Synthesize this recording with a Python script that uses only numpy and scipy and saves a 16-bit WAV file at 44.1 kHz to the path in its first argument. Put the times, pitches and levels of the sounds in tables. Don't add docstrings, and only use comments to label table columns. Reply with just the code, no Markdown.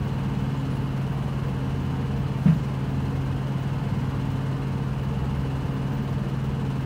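import sys
import numpy as np
from scipy import signal
from scipy.fft import rfft, irfft
from scipy.io import wavfile
from scipy.ndimage import uniform_filter1d

SR = 44100
rng = np.random.default_rng(int(sys.argv[2]) if len(sys.argv) > 2 else 0)


def ratio(d):
    e = np.asarray(d, float) / 20
    return 10 ** e


def generate_wav(sig):
    pcm = np.round(np.clip(np.atleast_2d(sig).T, -1, 1) * 32767).astype(np.int16)
    wavfile.write(sys.argv[1], SR, pcm)


N = 302085


def evened(x):
    return x / np.sqrt(np.mean(x ** 2) + 1e-20)


def add(mix, start_s, sound):
    part = mix[round(start_s * SR):][:len(sound)]
    part += sound[:len(part)]


def drift(top_hz):
    hz = np.fft.rfftfreq(N, 1 / SR)
    gain = (hz > 0) / (1 + (hz / top_hz) ** 4)
    return evened(irfft(rfft(rng.standard_normal(N)) * gain, N))


def noise(colour, size, patchy_db, peaks=()):
    hz = np.fft.rfftfreq(size, 1 / SR)
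    real, imaginary, patches = rng.standard_normal((4 * N // size + 9, len(hz), 3)).T
    for axis in (0, 1):
        patches = uniform_filter1d(patches, size=6, axis=axis, mode="wrap")
    point_hz, point_db = np.transpose(colour)
    colour_db = np.interp(np.log(hz + 1), np.log(point_hz + 1), point_db, right=-90)
    for peak_hz, width_hz, peak_db in peaks:
        colour_db = colour_db + peak_db / (1 + (2 * (hz - peak_hz) / width_hz) ** 2)
    spectra = (real + 1j * imaginary) * ratio(colour_db[:, None] + patchy_db * evened(patches))
    sound = signal.istft(spectra, nperseg=size, noverlap=3 * size // 4)[1]
    return evened(sound[size:N + size])


def ring(modes, length_s, rise_s):
    t = np.arange(round(length_s * SR)) / SR
    partials = sum(ratio(db - 60 * t / t60) * np.sin(2 * np.pi * hz * t) for hz, db, t60 in modes)
    return partials * (1 - np.exp(-t / rise_s))


def fuzzy_tone(hz, width_hz, length_s):
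    count, settling = round(length_s * SR), 2000
    wobble = rng.standard_normal((count + settling, 2)) @ [1, 1j]
    wobble = signal.lfilter(*signal.butter(2, width_hz / 2, fs=SR), wobble)[settling:]
    carrier = np.exp(2j * np.pi * hz * np.arange(count) / SR)
    return evened((wobble * carrier).real)


def firing_turns():
    firing_hz, first_firing_s = 19.168, .022
    return np.cumsum(firing_hz * (1 + .0006 * drift(1.5))) / SR - first_firing_s * firing_hz


def lag(order):
    return .204 * order - .024 * order ** 2 - .359


# multiple of the firing rate, level in dB rms.
ENGINE_ORDERS = [(1, -75), (2, -48), (3, -42), (4, -60), (5, -42), (6, -47), (7, -29), (8, -40), (9, -53),
                 (10, -46), (11, -41), (12, -47), (13, -58), (14, -42), (15, -58), (16, -52), (17, -68),
                 (18, -58), (19, -59), (20, -58), (21, -55), (22, -60), (23, -76), (24, -57), (25, -59),
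                 (26, -77)]


def firing_orders(turns):
    waver_db = [1.16 * drift(4.5) for _ in range(3)]
    boom = np.zeros(N)
    for order, db in ENGINE_ORDERS:
        level_db = db + (order != 7) * waver_db[int(order) % 3]
        boom += ratio(level_db) * np.cos(2 * np.pi * (order * turns - lag(order)))
    pump_order, pump_db, in_step_s = 13.959, -44, .57
    in_step = turns[round(in_step_s * SR)]
    pump_turns = pump_order * (turns - in_step) + 14 * in_step - lag(14)
    return np.sqrt(2) * (boom + ratio(pump_db) * np.cos(2 * np.pi * pump_turns))


# frequency in Hz, level in dB, decay time t60 in seconds.
BLOCK_MODES = [(540, -50, .08), (670, -51, .08), (925, -48, .07), (1060, -50, .06), (1342, -54, .07),
               (1530, -56, .06), (2950, -62, .03)]


def knock(fires):
    return ratio(3) * signal.oaconvolve(fires, ring(BLOCK_MODES, .2, rise_s=0.00093))[:N]


# delay in seconds, level in dB.
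VALVE_STROKES = [
    (0, 2.5),
    (.004, -5),
    (.0105, -9),
    (.015, -5),
    (.026, -13),
]
# frequency in Hz, density in dB per Hz.
CLATTER_COLOUR = [(400, -9), (1000, -1), (2000, -5.5), (3000, -7.5), (4500, -15), (6500, -16.5),
                  (9000, -19), (11000, -28), (16000, -28)]
# frequency in Hz, width in Hz, height in dB.
TAPPET_PEAKS = [(3000, 310, 4), (4200, 300, 5.5), (6200, 800, 3), (9500, 700, 2.5)]


def clatter(fires):
    t = np.arange(4000) / SR
    strokes = np.zeros(6000)
    for delay_s, db in VALVE_STROKES:
        add(strokes, delay_s, ratio(db - 60 * t / 0.11) * (1 - np.exp(-t / 0.00091)))
    bursts = signal.oaconvolve(fires, strokes)[:N]
    return ratio(-54) * evened(bursts * noise(CLATTER_COLOUR, size=512, patchy_db=0.0, peaks=TAPPET_PEAKS))


def engine():
    turns = firing_turns()
    fires = np.diff(np.floor(turns), prepend=np.floor(turns[0])) * ratio(1.2 * drift(15))
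    return firing_orders(turns) + knock(fires) + clatter(fires)


# frequency in Hz, density in dB per Hz.
ROAR_COLOUR = [(26, -27), (40, -5.5), (100, -4), (125, -8), (190, 0.5), (260, -7), (320, -13.5), (640, -17),
               (820, -18), (950, -17.5), (1600, -24.5), (2100, -31), (3150, -31), (3550, -39.5)]
# frequency in Hz, width in Hz, height in dB.
CABIN_PEAKS = [(320, 11, 0.5), (463, 42, 5), (500, 19, -6), (3380, 200, 0), (520, 92, 0.5), (648, 52, -5),
               (688, 24, -1.5), (810, 29, -1), (880, 42, 2), (1110, 42, 1.5), (1308, 17, -4.5),
               (1380, 24, -2), (1500, 65, 1), (2134, 63, 3.5), (2914, 370, 3.5), (3220, 85, -5),
               (4216, 80, 2), (4940, 70, 2)]
# frequency in Hz, density in dB per Hz.
HISS_COLOUR = [(2500, -8.5), (4000, 3.5), (6000, -5), (9000, -10), (11500, -14), (14000, -12), (15500, -11),
               (17000, -27)]


def air():
    swell_db = 0.18 * drift(0.99)
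    roar = noise(ROAR_COLOUR, size=4096, patchy_db=0.9, peaks=CABIN_PEAKS)
    hiss = noise(HISS_COLOUR, size=512, patchy_db=0.16)
    return ratio(-32.5 + swell_db) * roar + ratio(-57 + 1.5 * swell_db) * hiss


# frequency in Hz, width in Hz, level in dB rms.
BLOWER_TONES = [(344.3, 2, -56), (688, 5, -57), (902, 8, -61), (942, 8, -61)]


def blower():
    return sum(ratio(db) * fuzzy_tone(hz, width_hz, N / SR) for hz, width_hz, db in BLOWER_TONES)


# nearest moment in seconds, frequency there in Hz, glide in Hz per second,
# level in dB rms, time from nearest to half amplitude in seconds.
PASSING_CARS = [
    (.4, 96, -7.5, -34, 0.34),
    (1.9, 84.5, -4, -36, 0.49),
    (2.15, 71, 3, -40, .12),
    (3.051, 79.5, 15.5, -42, .25),
    (3.15, 87.5, 20, -34, 0.26),
    (3.92, 101.5, 18, -34, .2),
    (4.45, 97.9, -27.5, -33, 0.163),
    (5.35, 70, 1, -33, .35),
    (6.17, 92, -19.5, -45, 0.16),
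    (6.6, 74, 8, -42, .25),
]


def traffic():
    out = np.zeros(N)
    for nearest_s, hz, glide, db, half_s in PASSING_CARS:
        heard_s = 3 * half_s
        t = np.arange(max(-heard_s, -nearest_s), heard_s, 1 / SR)
        phase = 2 * np.pi * np.cumsum(hz + glide * t) / SR
        near = np.cos(np.pi / 2 * t / heard_s) / (1 + (t / half_s) ** 2)
        hum = np.sin(phase) + ratio(-20) * np.sin(2 * phase)
        add(out, nearest_s + t[0], np.sqrt(2) * ratio(db) * near * hum)
    return out


# lag in seconds, frequency in Hz, width in Hz, level in dB, ring in seconds.
RELAY_CONTACTS = [
    (0, 15400, 700, -61, .035),
    (.006, 15200, 500, -65, .035),
]


def indicator_relay():
    out = np.zeros(N)
    first_s, every_s, length_s = .041, .3554, .08
    t = np.arange(round(length_s * SR)) / SR
    for k in range(20):
        lag_s, hz, width_hz, db, ring_s = RELAY_CONTACTS[k % 2]
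        decay_db = 60 * t / .3 + 60 * np.maximum(t - ring_s, 0) / .1
        chatter = ratio(db - decay_db) * np.minimum(t / .007, 1)
        add(out, first_s + k * every_s + lag_s, chatter * fuzzy_tone(hz, width_hz, length_s))
    return out


# start in seconds, frequency in Hz, level in dB, length in seconds.
TRIM_CHIRPS = [
    (.565, 7100, -62, .04),
    (.57, 10500, -72, .04),
    (.70, 9700, -71, .03),
    (.70, 10400, -67, .09),
    (.825, 10400, -69, .05),
    (.88, 10450, -75, .5),
    (1.15, 9550, -76, .45),
    (6.10, 15000, -69, .04),
    (6.28, 14900, -69, .03),
]
# start in seconds, frequency in Hz, level in dB, length in seconds.
METAL_SQUEAKS = [
    (.76, 11600, -77, .42),
    (5.925, 15050, -61, .055),
    (6.005, 15050, -68, .06),
    (6.01, 13250, -71, .05),
    (6.365, 14200, -71, .015),
]
# start in seconds, frequency in Hz, width in Hz, level in dB, length in seconds.
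SHOE_SCUFFS = [
    (2.35, 12000, 7000, -66, .27),
    (2.363, 6020, 3000, -62.5, 0.34),
    (2.44, 12500, 4000, -63, .014),
]


def rubbing():
    rows = []
    for table, sharpness in ((METAL_SQUEAKS, 110), (TRIM_CHIRPS, 24)):
        for start_s, hz, db, length_s in table:
            rows.append((start_s, hz, hz / sharpness, db, length_s))
    rows.extend(SHOE_SCUFFS)
    out = np.zeros(N)
    for start_s, hz, width_hz, db, length_s in rows:
        squeak = fuzzy_tone(hz, width_hz, length_s)
        add(out, start_s, ratio(db) * squeak * signal.windows.tukey(len(squeak), .4))
    grit_db = 1
    return out * ratio(grit_db * drift(30))


# start in seconds, level in dB.
THUMP_BLOWS = [
    (2.457, 1.5),
    (2.481, -5),
    (2.515, -11),
]
# frequency in Hz, level in dB, decay time t60 in seconds.
PANEL_MODES = [(95, -24, .3), (160.5, -7.5, 0.28), (185.3, -4.5, 0.17), (231, -14, 0.1), (285, -20, 0.07),
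               (475, -23.5, .06), (620, -26, 0.068)]


def thump():
    out = np.zeros(N)
    length_s = .2
    t = np.arange(round(length_s * SR)) / SR
    fade = signal.windows.tukey(2 * len(t), .5)[len(t):]
    for start_s, db in THUMP_BLOWS:
        panel = ring(PANEL_MODES, length_s, rise_s=0.0088) * fade
        rattle = ratio(-33 - 60 * t / .16) * np.minimum(t / .024, 1) * fuzzy_tone(1700, 1800, length_s)
        add(out, start_s, ratio(db) * (panel + rattle))
    return out


def cabin(x):
    t60, wet = .2, .26
    t = np.arange(round(t60 * SR)) / SR
    signs = rng.choice([-1., 1.], len(t))
    tail = signs * (rng.random(len(t)) < .05) * ratio(-60 * t / t60)
    tail = signal.lfilter(*signal.butter(2, 450, "high", fs=SR), tail / np.linalg.norm(tail))
    return x + wet * signal.oaconvolve(x, tail)[:N]


def scene():
    reverberant = cabin(engine() + air() + thump())
    direct = blower() + traffic() + indicator_relay() + rubbing()
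    return (reverberant + direct)[None]


def top_cut(x):
    return signal.sosfilt(signal.butter(12, 16800, fs=SR, output="sos"), x)


def record(dry):
    high = signal.sosfilt(signal.butter(3, 33, "high", fs=SR, output="sos"), dry)
    edge = signal.firwin(1001, 15780, window=("kaiser", 9), fs=SR)
    padded = np.pad(high, ((0, 0), (500, 500)), "reflect")
    limited = signal.oaconvolve(padded, edge[None], "valid")
    fade = np.minimum(np.arange(N, 0, -1) / 80, 1)
    return top_cut(fade * limited)


dry = scene()
out = record(dry)
generate_wav(out)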